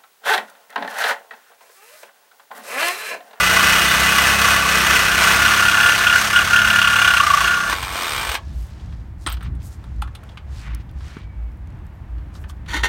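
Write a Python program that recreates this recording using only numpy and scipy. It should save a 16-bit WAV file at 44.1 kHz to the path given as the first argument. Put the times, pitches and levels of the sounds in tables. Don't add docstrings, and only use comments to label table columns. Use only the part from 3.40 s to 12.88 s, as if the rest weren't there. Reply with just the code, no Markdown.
import sys
import numpy as np
from scipy import signal
from scipy.fft import rfft, irfft, next_fast_len
from scipy.io import wavfile
from scipy.ndimage import uniform_filter1d, map_coordinates

SR = 44100
rng = np.random.default_rng(int(sys.argv[2]) if len(sys.argv) > 2 else 0)


def wav_out(sig):
    wavfile.write(sys.argv[1], SR, np.round(np.clip(np.atleast_2d(sig).T, -1, 1) * 32767).astype(np.int16))


def how_loud(loudness_db):
    steps = np.asarray(loudness_db, float) / 20
    return 10 ** steps


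N = 418068
TIME = np.arange(N) / SR


def unit(x):
    return x / np.sqrt(np.mean(x ** 2) + 1e-20)


def along(points, hz):
    f, v = np.transpose(points)
    return np.interp(np.log(hz + 1), np.log(f + 1), v)


def curves(rows):
    s, *cols = np.transpose(rows)
    return [np.interp(TIME, s, c) for c in cols]


def during(rows):
    inside_s = np.minimum(TIME - rows[0][0], rows[-1][0] - TIME)
    return np.clip(inside_s * 100 + 1, 0, 1)


def wobble(rate):
    return map_coordinates(rng.standard_normal(int(N * rate / SR) + 4), [TIME * rate])


def filtered(x, response):
    m = next_fast_len(len(x) + SR // 2)
    return irfft(rfft(x, m) * response(np.fft.rfftfreq(m, 1 / SR)), m)[:len(x)]


def modes(table):
    def response(f):
        return sum((-1) ** k * how_loud(db) * 1j * f * width / (hz * hz - f * f + 1j * f * width)
                   for k, (hz, width, db) in enumerate(table))
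    return response


def coloured(x, spectrum):
    return unit(filtered(x, lambda hz: how_loud(along(spectrum, hz))))


def grit(spread_db, rate):
    return unit(rng.standard_normal(N) * how_loud(spread_db * wobble(rate)))


def tone(hz):
    return 2 * np.pi * np.cumsum(hz) / SR


def crank_turns():
    # start_s [s], strokes_per_s [1/s]
    strokes = [(0, 29), (.15, 30.7), (.3, 32), (.7, 33.1), (1.0, 34.4), (1.17, 34), (1.26, 32.6),
               (1.85, 32.09), (2.05, 34.71), (2.5, 33.5), (2.9, 34.55), (3.3, 35.36), (3.62, 34.63),
               (3.85, 29.62), (4.0, 27.64), (4.15, 32.64), (4.35, 31.02)]
    return np.cumsum(curves(strokes)[0]) / SR + 1.15


def shaking(turns):
    # stroke_multiple [1], level_db [dB]
    shake_orders = [(4, -11), (5, -4.5), (6, 0), (7, -12), (8, -13)]
    shake_span = [(0,), (4.33,)]
    # drop when pinned [dB], then sag [dB per s]
    pinned_db, sag_db_per_s = (-5, -2, -5), (-6, -1, -1.5)
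    since = TIME - 2
    pinned = np.clip(since / .1, 0, 1)
    second_db, third_db, higher_db = [
        db + pinned * (drop + sag * since) + .8 * wobble(3)
        for db, drop, sag in zip((-28, -35, -30.5), pinned_db, sag_db_per_s)]
    higher = sum(how_loud(db + 2 * wobble(9)) * np.sin(2 * np.pi * k * turns + .5 * wobble(14))
                 for k, db in shake_orders)
    shake = how_loud(second_db - 2.0) * np.sin(4 * np.pi * turns)
    shake += how_loud(third_db - 0.5) * np.sin(6 * np.pi * turns)
    shake += how_loud(higher_db - 1) * higher
    return during(shake_span) * shake


def rasp_sound(press, teeth, bite):
    # pitch_hz [Hz], level_db [dB per Hz]
    scrape_spectrum = [(150, -55), (250, -30.5), (576, -35), (662, -22.5), (1140, -12), (1280, -8.5),
                       (1450, -7.5), (2200, -14), (2860, -15.5), (6140, -24.5), (16000, -31)]
    # pitch_hz [Hz], width_hz [Hz], level_db [dB]
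    wall_modes = [(668.4, 26, -2.5), (796, 6.7, -20), (1040, 34, -12.5), (1760, 10, -29.5),
                  (1796, 40, -8.5), (2926, 83, -3.5), (3260, 25, -12.5), (4340, 22.1, -12.5),
                  (5370, 100, -7.5), (5720, 140, 1.5), (6310, 170, 2.5), (8450, 510, -1.5)]
    # pitch_hz [Hz], width_hz [Hz], level_db [dB], fade_start_s [s], fade_db_per_s [dB/s]
    uncut_rings = [(1480, 35, 0, .3, 20), (1150, 30, -1, .8, 8), (2008, 24, 6, .6, 6),
                   (2503, 26, -1, 1.5, 8), (2560, 30, 3, 1.6, 8), (2860, 100, 1, .7, 6)]

    wall = 0
    for hz, width, db in wall_modes:
        drift = how_loud(2 * wobble(6))
        wall = wall + how_loud(db) * drift * unit(filtered(teeth, modes([(hz, width, 0)])))
    rings = 0
    for hz, width, db, s, fade in uncut_rings:
        level = how_loud(db - fade * np.maximum(TIME - s, 0) + 1.3 * wobble(10))
        rings = rings + level * unit(filtered(press * teeth, modes([(hz, width, 0)])))
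    loose = how_loud(-14 * (bite - 0.64))
    buzz = unit(filtered(rng.standard_normal(N), modes([(306, 113, -3.5), (653, 260, -2.0)])))

    rasp = coloured(teeth, scrape_spectrum) + how_loud(-16.5) * unit(wall)
    rasp += how_loud(-16.0) * rings + loose * how_loud(-18) * buzz
    treble = filtered(rasp, lambda hz: 1 / (1 + (10000 / (hz + 1)) ** 6))
    rasp -= .09 * np.clip(TIME, 0, 5) * treble
    squeal = np.exp(-((TIME - .5) / 0.05) ** 2) * np.sin(tone(3540 + 45 * wobble(90)))
    return rasp + how_loud(-7 + 3 * wobble(120)) * squeal


def locks(rows, rest_db):
    shapes = []
    for s, hold, db, fade in rows:
        building = 451 * np.maximum(s - TIME, 0)
        fading = fade * np.maximum(TIME - s - hold, 0)
        shapes.append(db - building - fading)
    return np.maximum(np.max(shapes, axis=0), rest_db + 0.88 * wobble(11))


def upper_chatter(u, size, bite, press, teeth):
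    phase = tone(1419 + 3 * wobble(12) + 8.5 * wobble(90))
    sung = how_loud(.8 * wobble(150)) * press ** .6 * np.sin(phase)
    upper = unit(filtered(sung, modes([(1421, 250, 0)])))
    neighbours = modes([(1492, 35, 0), (1365, 40, -4), (1550, 50, -4),
                        (1673, 20, -1), (1740, 20, -1), (1850, 60, -5)])
    upper += .5 * unit(filtered(teeth, neighbours))
    flare = bite * size * (.07 + np.exp(-((u - .17) / .12) ** 2))
    flare = flare * how_loud(1.2 * wobble(150) + 1.5 * wobble(20))
    octave = flare * np.sin(2 * phase + .5 * wobble(200))
    upper += how_loud(-9) * unit(filtered(octave, modes([(2843, 350, 0)])))
    sum_tone = np.sin(phase + tone(1145 + 35 * wobble(30)) + .6 * wobble(200))
    upper += how_loud(-15) * unit(flare * sum_tone)
    spray = flare * rng.standard_normal(N)
    return upper + how_loud(-14) * unit(filtered(spray, modes([(2430, 130, -1), (3130, 45, 2), (3410, 80, 0)])))


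def lower_chatter(u, size, bite):
    swing = 1.25 - bite ** .4 + 2.6 * size * np.exp(-((u - .25) / .17) ** 2)
    sung = swing * how_loud(1.5 * wobble(100)) * np.sin(tone(1150 + 25 * wobble(80)))
    return unit(filtered(sung, modes([(1150, 170, 0)])))


def cutting(turns):
    # start_s [s], rasp_db [dB], bite [0-1, how unevenly a stroke cuts]
    feed = [
        (0, -23.5, 0.45),
        (1.9, -24.5, 0.45),
        (2.3, -26.5, 0.62),
        (3.1, -29, 0.59),
        (3.4, -28, 0.84),
        (4.03, -28, 0.84),
        (4.06, -31, .55),
        (4.335, -33.5, 0.05),
        (4.35, -64, .7),
    ]
    # start_s [s], hold_s [s], level_db [dB], fade_db_per_s [dB/s]
    upper_pushes = [(.12, 0.017, -33.5, 100), (.24, 0.012, -17, 49), (.88, 0.015, -16, 151.5),
                    (1.0, 0.024, -18, 29.5), (1.29, 0.015, -19, 58.5), (1.52, 0.93, -17, 39.5),
                    (2.02, .2, -12.5, 20.5), (2.22, .15, -11, 46.5), (2.39, 0.06, -7, 60),
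                    (2.668, 0.092, -8, 249), (2.958, 0.018, -5.5, 205.5), (3.129, 0.012, -5, 73),
                    (3.25, 0.12, -11.5, 17), (3.36, 0.44, -10, 248), (4.043, 0.077, -11, 94),
                    (4.18, 0.12, -16, 900)]
    lower_pushes = [(0, .06, -22.5, 201), (.17, 0.021, -18, 301.5), (.32, 0.066, -23, 53.5),
                    (.45, 0.17, -23.5, 29.5), (1.05, 0.17, -20, 50.5), (1.22, 0.039, -17, 65),
                    (2.02, 0.011, -23, 8), (2.63, 0.0085, -26, 50), (3.4, 0.5, -22.5, 51),
                    (3.8, .22, -13.5, 300), (4.06, .27, -25, 900)]
    cut_span = [(0,), (4.35,)]
    upper_rest_db, lower_rest_db = -26, -28

    u = turns % 1
    size = how_loud(.7 * rng.standard_normal(int(turns[-1]) + 1))[turns.astype(int)]
    return_drag = .3 * np.exp(-((u - .45) / .1) ** 2)
    stroke = (1 - np.exp(-u / .03)) * (np.exp(-u / .33) + return_drag)
    feed_db, bite = curves(feed)
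    bite = np.clip(bite, 0, 1)
    upper_db = locks(upper_pushes, upper_rest_db)
    lower_db = locks(lower_pushes, lower_rest_db)
    rasp_db = feed_db + 0.14 * (upper_db - upper_rest_db) + 1.01 * wobble(8.15)
    press = 1 - bite + bite * size * stroke / np.mean(stroke)
    press = press / np.sqrt(uniform_filter1d(press ** 2, size=4000))
    teeth = press ** 0.36 * grit(spread_db=1.5, rate=460)

    cut = how_loud(rasp_db + 6.5) * rasp_sound(press, teeth, bite)
    cut += how_loud(upper_db - 6) * upper_chatter(u, size, bite, press, teeth)
    cut += how_loud(lower_db - 3.5) * lower_chatter(u, size, bite)
    return during(cut_span) * cut


def traffic():
    # pitch_hz [Hz], level_db [dB per Hz]
    rumble = [(20, -19.5), (64, -0.5), (116, -11.5), (141, -14.5), (216, -24), (271, -30.5), (307, -26),
              (400, -41.5), (520, -61), (880, -120)]
    hiss = [(120, -4.5), (200, -1.5), (254, -8.5), (465, -11), (836, -9.5), (1350, -14.5), (1740, -14.5),
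            (5000, -35.5), (16000, -50.5)]
    # start_s [s], peak_db [dB], half_length_s [s], pitch_hz [Hz]
    thuds = [
        (7.772, -40, 0.0066, 400),
        (4.334, -30, 0.005, 330),
        (5.868, -26.5, 0.0053, 310),
        (4.9, -22, .02, 58),
        (6.628, -28, 0.0051, 840),
        (7.77, -17.5, 0.0014, 120),
        (10, -24, 0.078, 59.7),
        (9.388, -26, 0.028, 58),
        (9.352, -30, 0.016, 293),
    ]
    # start_s [s], pitch_hz [Hz], level_db [dB]
    hum = [(7.9, 290, -72), (8.1, 300, -54), (8.5, 311.4, -63), (8.7, 312, -56), (8.9, 296, -49.5),
           (9.0, 276, -84)]
    sing = [(7.74, 2280, -53), (7.85, 2290, -57.5), (8.1, 2230, -69)]
    squeak = [(8.43, 11900, -95), (8.45, 12600, -73), (8.48, 11950, -76), (8.52, 12800, -81),
              (8.56, 11700, -70), (8.61, 10700, -94)]

    duck_db = -5 * np.clip((5.05 - TIME) / .12, 0, 1)
    out = how_loud(-32 + duck_db + 2.2 * wobble(8)) * coloured(rng.standard_normal(N), rumble)
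    out += how_loud(-50 + duck_db + 1.1 * wobble(6)) * coloured(rng.standard_normal(N), hiss)
    throbs = [(5.218 + k * .7045 - .019 * (-1) ** k, -21.5, 0.066, 56.9) for k in range(7)]
    for s, db, half, hz in throbs + thuds:
        late = TIME - s
        out += how_loud(db) * np.exp(-(late / half) ** 2) * np.sin(2 * np.pi * hz * late)
    for rows in (hum, sing, squeak):
        hz, db = curves(rows)
        out += during(rows) * how_loud(db + 3 * wobble(40)) * np.sin(tone(hz) + .6 * wobble(60))
    return out


def free_running():
    # start_s [s], level_db [dB]
    free_level = [(4.3, -18), (4.414, -24), (4.432, -19), (4.466, -23), (4.608, -17), (4.93, -18),
                  (4.958, -17), (5.004, -62), (5.03, -60.5)]
    # pitch_hz [Hz], level_db [dB per Hz]
    gear_spectrum = [(120, -52), (200, -22), (311, -12), (448, -11.5), (1100, 0.5), (1940, -5.5),
                     (2420, -0.5), (2650, -10.5), (2960, -5), (7410, -18), (8420, -21), (10300, -22.5),
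                     (16000, -23)]
    # pitch_hz [Hz], width_hz [Hz], level_db [dB]
    housing = [(1090, 130, -17.5), (1420, 18, -5), (1550, 48, 1), (2270, 43, -1), (2840, 130, -5),
               (3680, 60, 10), (8470, 380, -0.5), (13300, 250, -1.5)]

    late = TIME - 4.5985
    knocks_per_s, slowing_per_s2 = 93.05, 168.6
    gear = 500 + knocks_per_s * late - slowing_per_s2 / 2 * np.clip(late, 0, .5) ** 2
    size = how_loud(1.2 * rng.standard_normal(1000))[gear.astype(int)]
    u = gear % 1
    knocks = .4 + 1.4 * size * (1 - np.exp(-u / .03)) * np.exp(-u / .3)
    rattle = knocks * grit(spread_db=1, rate=280)
    free = coloured(rattle, gear_spectrum) + how_loud(-9.5) * unit(filtered(rattle, modes(housing)))
    whirr = sum(np.sin(k * np.pi * gear) for k in (5, 6, 7))
    free += how_loud(-22 - 60 * np.maximum(late, 0)) * whirr
    return during(free_level) * how_loud(curves(free_level)[0] - 7.0) * free


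def ticks():
    # start_s [s], peak_db [dB], low_knock_db [dB], treble_db [dB]
    saw_knocks = [(4.325, -17.5, 10, -17.5), (4.4296, -14.5, 0, -30), (4.9512, -12, -2.5, -21),
                  (5.863, -14, -2.5, -12.5), (5.872, -18.5, 5, -18.5), (5.8845, -21, -8, -17),
                  (5.892, -27.5, -3, -13), (5.909, -30.5, -3.5, -15), (5.916, -26, -4.5, -15),
                  (5.931, -30, -4.5, -12), (5.9, -24, -4, -21), (5.921, -27, 0.5, -8),
                  (5.94, -30.5, -7, -13), (5.9676, -35, 0, -17.5), (6.007, -37.5, 6, -15.5),
                  (6.0244, -40.5, 13, -7), (6.045, -47, 4, -12.5), (6.06, -43, 9, -28),
                  (6.1494, -50, -5, 1.5)]
    # the same columns, then centre_hz [Hz]
    part_ticks = [(5.397, -43.5, -4, -22.5, 3100), (5.5235, -42, 2, -28.5, 3100),
                  (6.4388, -43, 6, -5, 3500), (6.619, -22.5, 6, -8, 2960), (6.674, -43, 11, -10, 3000),
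                  (6.75, -29.5, -7, -6, 3100), (6.831, -44, 6, -12, 2500), (6.8897, -38.5, -12, -18, 3400),
                  (6.916, -45.5, -10, -16, 3300), (6.972, -26, -3.5, -23, 2700),
                  (7.4908, -46.5, -12, -18, 3200), (7.6056, -43.5, 5, -19.5, 3500),
                  (7.7668, -41, 9.5, -25.5, 3100), (8.7806, -47.5, -7, -14, 3000),
                  (8.951, -39.5, 3, -23, 3500), (9.0384, -35, 1, -24.5, 2300),
                  (9.0949, -36.5, 2, -14, 3200), (9.26, -39, 0, -15, 3000)]

    out, t = np.zeros(N + SR), TIME[:SR // 5]
    for s, db, knock_db, air_db, *own_hz in saw_knocks + part_ticks:
        hz = (own_hz or [3100])[0]
        t60 = 0.035 - 0.00069 * max(db + 35, 0)
        burst = rng.standard_normal((3, len(t))) * how_loud(-60 * t / max(t60, .005)) * (1 - np.exp(-t * 450))
        rattle = how_loud(-23.0 - 60 * t / 0.11) * (1 - np.exp(-t / 0.0028))
        burst += rattle * rng.standard_normal((3, len(t)))
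        for noise, centre, level in zip(burst, (hz, 1210, 9000), (0, knock_db, air_db)):
            band = modes([(centre, .75 * centre + 300, 0)])
            part = filtered(noise, lambda f: band(f) ** 3)
            out[round(s * SR):][:len(t)] += how_loud(db + level - 1.5) * part / abs(part).max()
    return out[:N]


def struck(hits, table, gain_db):
    out, t = np.zeros(N + SR), TIME[:SR // 3]
    for s, db, *crack_db in hits:
        ring = sum(how_loud(level + rng.normal(0, 3.4) - 60 * t / t60) * np.sin(2 * np.pi * hz * t)
                   for hz, level, t60 in table)
        blow = ring * (1 - np.exp(-t / 0.00015))
        if crack_db:
            noise = filtered(rng.standard_normal(len(t)), lambda f: modes([(3000, 4500, 0)])(f) ** 2)
            blow += how_loud(crack_db[0] - 60 * t / 0.079) * noise
        out[round(s * SR):][:len(t)] += how_loud(db + gain_db) * blow
    return out[:N]


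def steel_rings():
    # pitch_hz [Hz], level_db [dB], t60_s [s]
    exhaust = [(665, -4, .9), (680, -8, .6), (1690, -9, .8), (1712, -9, .6)]
    blade = [(8200, -2.5, 0.02), (8380, 1.5, 0.022), (8650, 4, 0.02), (8480, -25, 0.14)]
    tip = [(12900, -4, .025), (13300, 0.5, .04), (13700, 1, .025), (15200, -3.5, .03), (15500, -3, .03)]
    # start_s [s], peak_db [dB]
    blade_hits = [
        (5.8706, -18.5),
        (5.9, -36),
        (5.9254, -28.5),
        (6.0307, -41),
    ]
    tip_hits = [
        (5.8716, -40),
        (5.8965, -34),
        (5.9254, -31.5),
        (6.0295, -48),
    ]
    out = struck([(4.95, -46)], exhaust, gain_db=0)
    return out + struck(blade_hits, blade, gain_db=-6) + struck(tip_hits, tip, gain_db=-4)


def cloth():
    # start_s [s], level_db [dB], half_length_s [s], centre_hz [Hz]
    scuffs = [(5.114, -57, 0.38, 3500), (5.219, -56, 0.082, 7970), (5.453, -59.5, 0.2, 3530),
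              (5.831, -55, 0.037, 5450), (6.052, -46.5, 0.032, 2000), (6.219, -55, 0.024, 3000),
              (6.263, -48.5, 0.034, 7460), (6.329, -52.5, 0.033, 6000), (6.527, -65.5, 0.24, 4000),
              (6.884, -65, .08, 5000), (7.195, -49.5, 0.08, 4000), (7.283, -43, 0.1, 1514),
              (7.409, -54, 0.015, 2500), (7.679, -52, 0.089, 3870), (7.717, -48.5, 0.099, 1500),
              (7.798, -53, .05, 2300), (8.962, -52.5, 0.025, 5000), (9.017, -60, .03, 8040),
              (9.102, -49, 0.014, 6000)]
    out = np.zeros(N + SR)
    t = np.arange(-SR // 3, SR // 3) / SR
    for s, db, half, hz in scuffs:
        clumps = np.repeat(rng.standard_normal(len(t) // 100 + 1), 100)[:len(t)]
        grains = rng.standard_normal(len(t)) * how_loud(2.1 * clumps)
        band = modes([(hz, 2.14 * hz, 0)])
        scuff = unit(filtered(grains, lambda f: band(f) ** 4))
        out[round(s * SR) - SR // 3:][:len(t)] += how_loud(db) * np.exp(-(t / half) ** 2) * scuff
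    grit_clicks = (rng.random(N) < 10 / SR) * how_loud(-50 + 4 * rng.standard_normal(N))
    return out[:N] + filtered(grit_clicks, modes([(5000, 4500, 2)]))


def snaps():
    # start_s [s], peak_db [dB], centre_hz [Hz]
    grit_snaps = [(6.5620, -50, 6900), (6.837, -42, 8000), (7.3482, -26, 7000), (7.5126, -46.5, 9000),
                  (7.5869, -49, 5000), (7.788, -48, 7000), (8.1177, -52, 4000), (8.1726, -52.5, 10000),
                  (8.2733, -44, 4500), (8.3038, -49, 4500), (8.325, -54, 5000), (8.3542, -56, 3400),
                  (8.3716, -55, 5000), (8.388, -53.5, 5000), (8.4664, -46.5, 6000), (9.1698, -52, 4000)]
    out, t = np.zeros(N + SR), TIME[:SR // 40]
    for s, db, hz in grit_snaps:
        noise = rng.standard_normal(len(t)) * how_loud(-60 * t / .012)
        click = filtered(noise, lambda f: modes([(hz, 1.5 * hz, 0)])(f) ** 2)
        out[round(s * SR):][:len(t)] += how_loud(db) * click / abs(click).max()
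    return out[:N]


def stand():
    # start_s [s], level_db [dB]
    grind_level = [(9.28, -46), (9.286, -37), (9.345, -27), (9.36, -28.5), (9.37, -28), (9.428, -42.5),
                   (9.436, -20.5), (9.46, -23), (9.48, -34.5)]
    # start_s [s], peak_db [dB], crack_db [dB]
    clanks = [
        (9.286, -23, -4),
        (9.303, -19.5, -5),
        (9.334, -10, -2),
        (9.346, -11, -5),
        (9.356, -9.5, -6.5),
        (9.374, -12, -0.5),
        (9.431, -17.5, 3),
        (9.4345, -4.5, -4.5),
        (9.454, -13.5, -3),
    ]
    # pitch_hz [Hz], level_db [dB], t60_s [s]
    stand_modes = [(330, -6.5, 0.05), (940, -4, 0.22), (1480, -2.5, 0.13), (1830, 1, 0.12),
                   (2080, -3, 0.09), (2830, -11.5, 0.12), (3110, -12, 0.16), (3680, -5.5, 0.12),
                   (3950, -10, .06), (4560, -12, 0.073), (5700, -14, .1), (6993, -21, 0.16),
                   (7950, -22.5, .085), (9600, -31.5, .12)]
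    leg = [(1835, -1, .17), (2740, -11, 0.23)]

    grind = grit(spread_db=3, rate=250)
    rung = filtered(grind, modes([(hz, 120 + 0.036 * hz, db) for hz, db, t60 in stand_modes]))
    rough = filtered(grind, lambda f: modes([(2500, 6000, 0)])(f) ** 3)
    scrape = unit(rung) + how_loud(-2.5) * unit(rough)
    out = during(grind_level) * how_loud(curves(grind_level)[0] - 0.5) * scrape
    out += struck(clanks, stand_modes, gain_db=-17.5)
    return out + struck([(9.4345, -13.5)], leg, gain_db=-0.5)


def underside(x):
    # pitch_hz [Hz], t60_s [s]
    echo_t60 = [(200, 0.31), (2000, 0.12), (10000, 0.066)]
    hz, t, z = signal.stft(rng.standard_normal(SR // 3), SR, nperseg=256)
    fade = how_loud(-60 * t / along(echo_t60, hz)[:, None])
    tail = signal.istft(z * fade, SR, nperseg=256)[1]
    return signal.fftconvolve(np.pad(x, (200, 0)), tail / np.linalg.norm(tail))[:N]


def scene():
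    turns = crank_turns()
    saw = shaking(turns) + cutting(turns) + free_running()
    near = saw + ticks() + steel_rings() + stand()
    return (near + how_loud(-10.0) * underside(near) + cloth() + snaps() + traffic())[None]


def band_limit(x):
    return signal.sosfilt(signal.butter(12, 16830, fs=SR, output="sos"), x)


def record(dry):
    def microphone(hz):
        dip = 1 - 0.39 * np.exp(-((hz - 10500) / 400) ** 2)
        bass_cut = 1 / np.sqrt(1 + (36 / (hz + 1)) ** 8)
        return dip * (hz < 15830) * bass_cut
    hiss = how_loud(-74 + 2.5 * wobble(7)) * rng.standard_normal(N)
    rounded = dry[0] / (1 + np.abs(dry[0]) ** 8) ** (1 / 8)
    return band_limit(filtered(hiss + rounded, microphone)[None])


dry = scene()
out = record(dry)
wav_out(out)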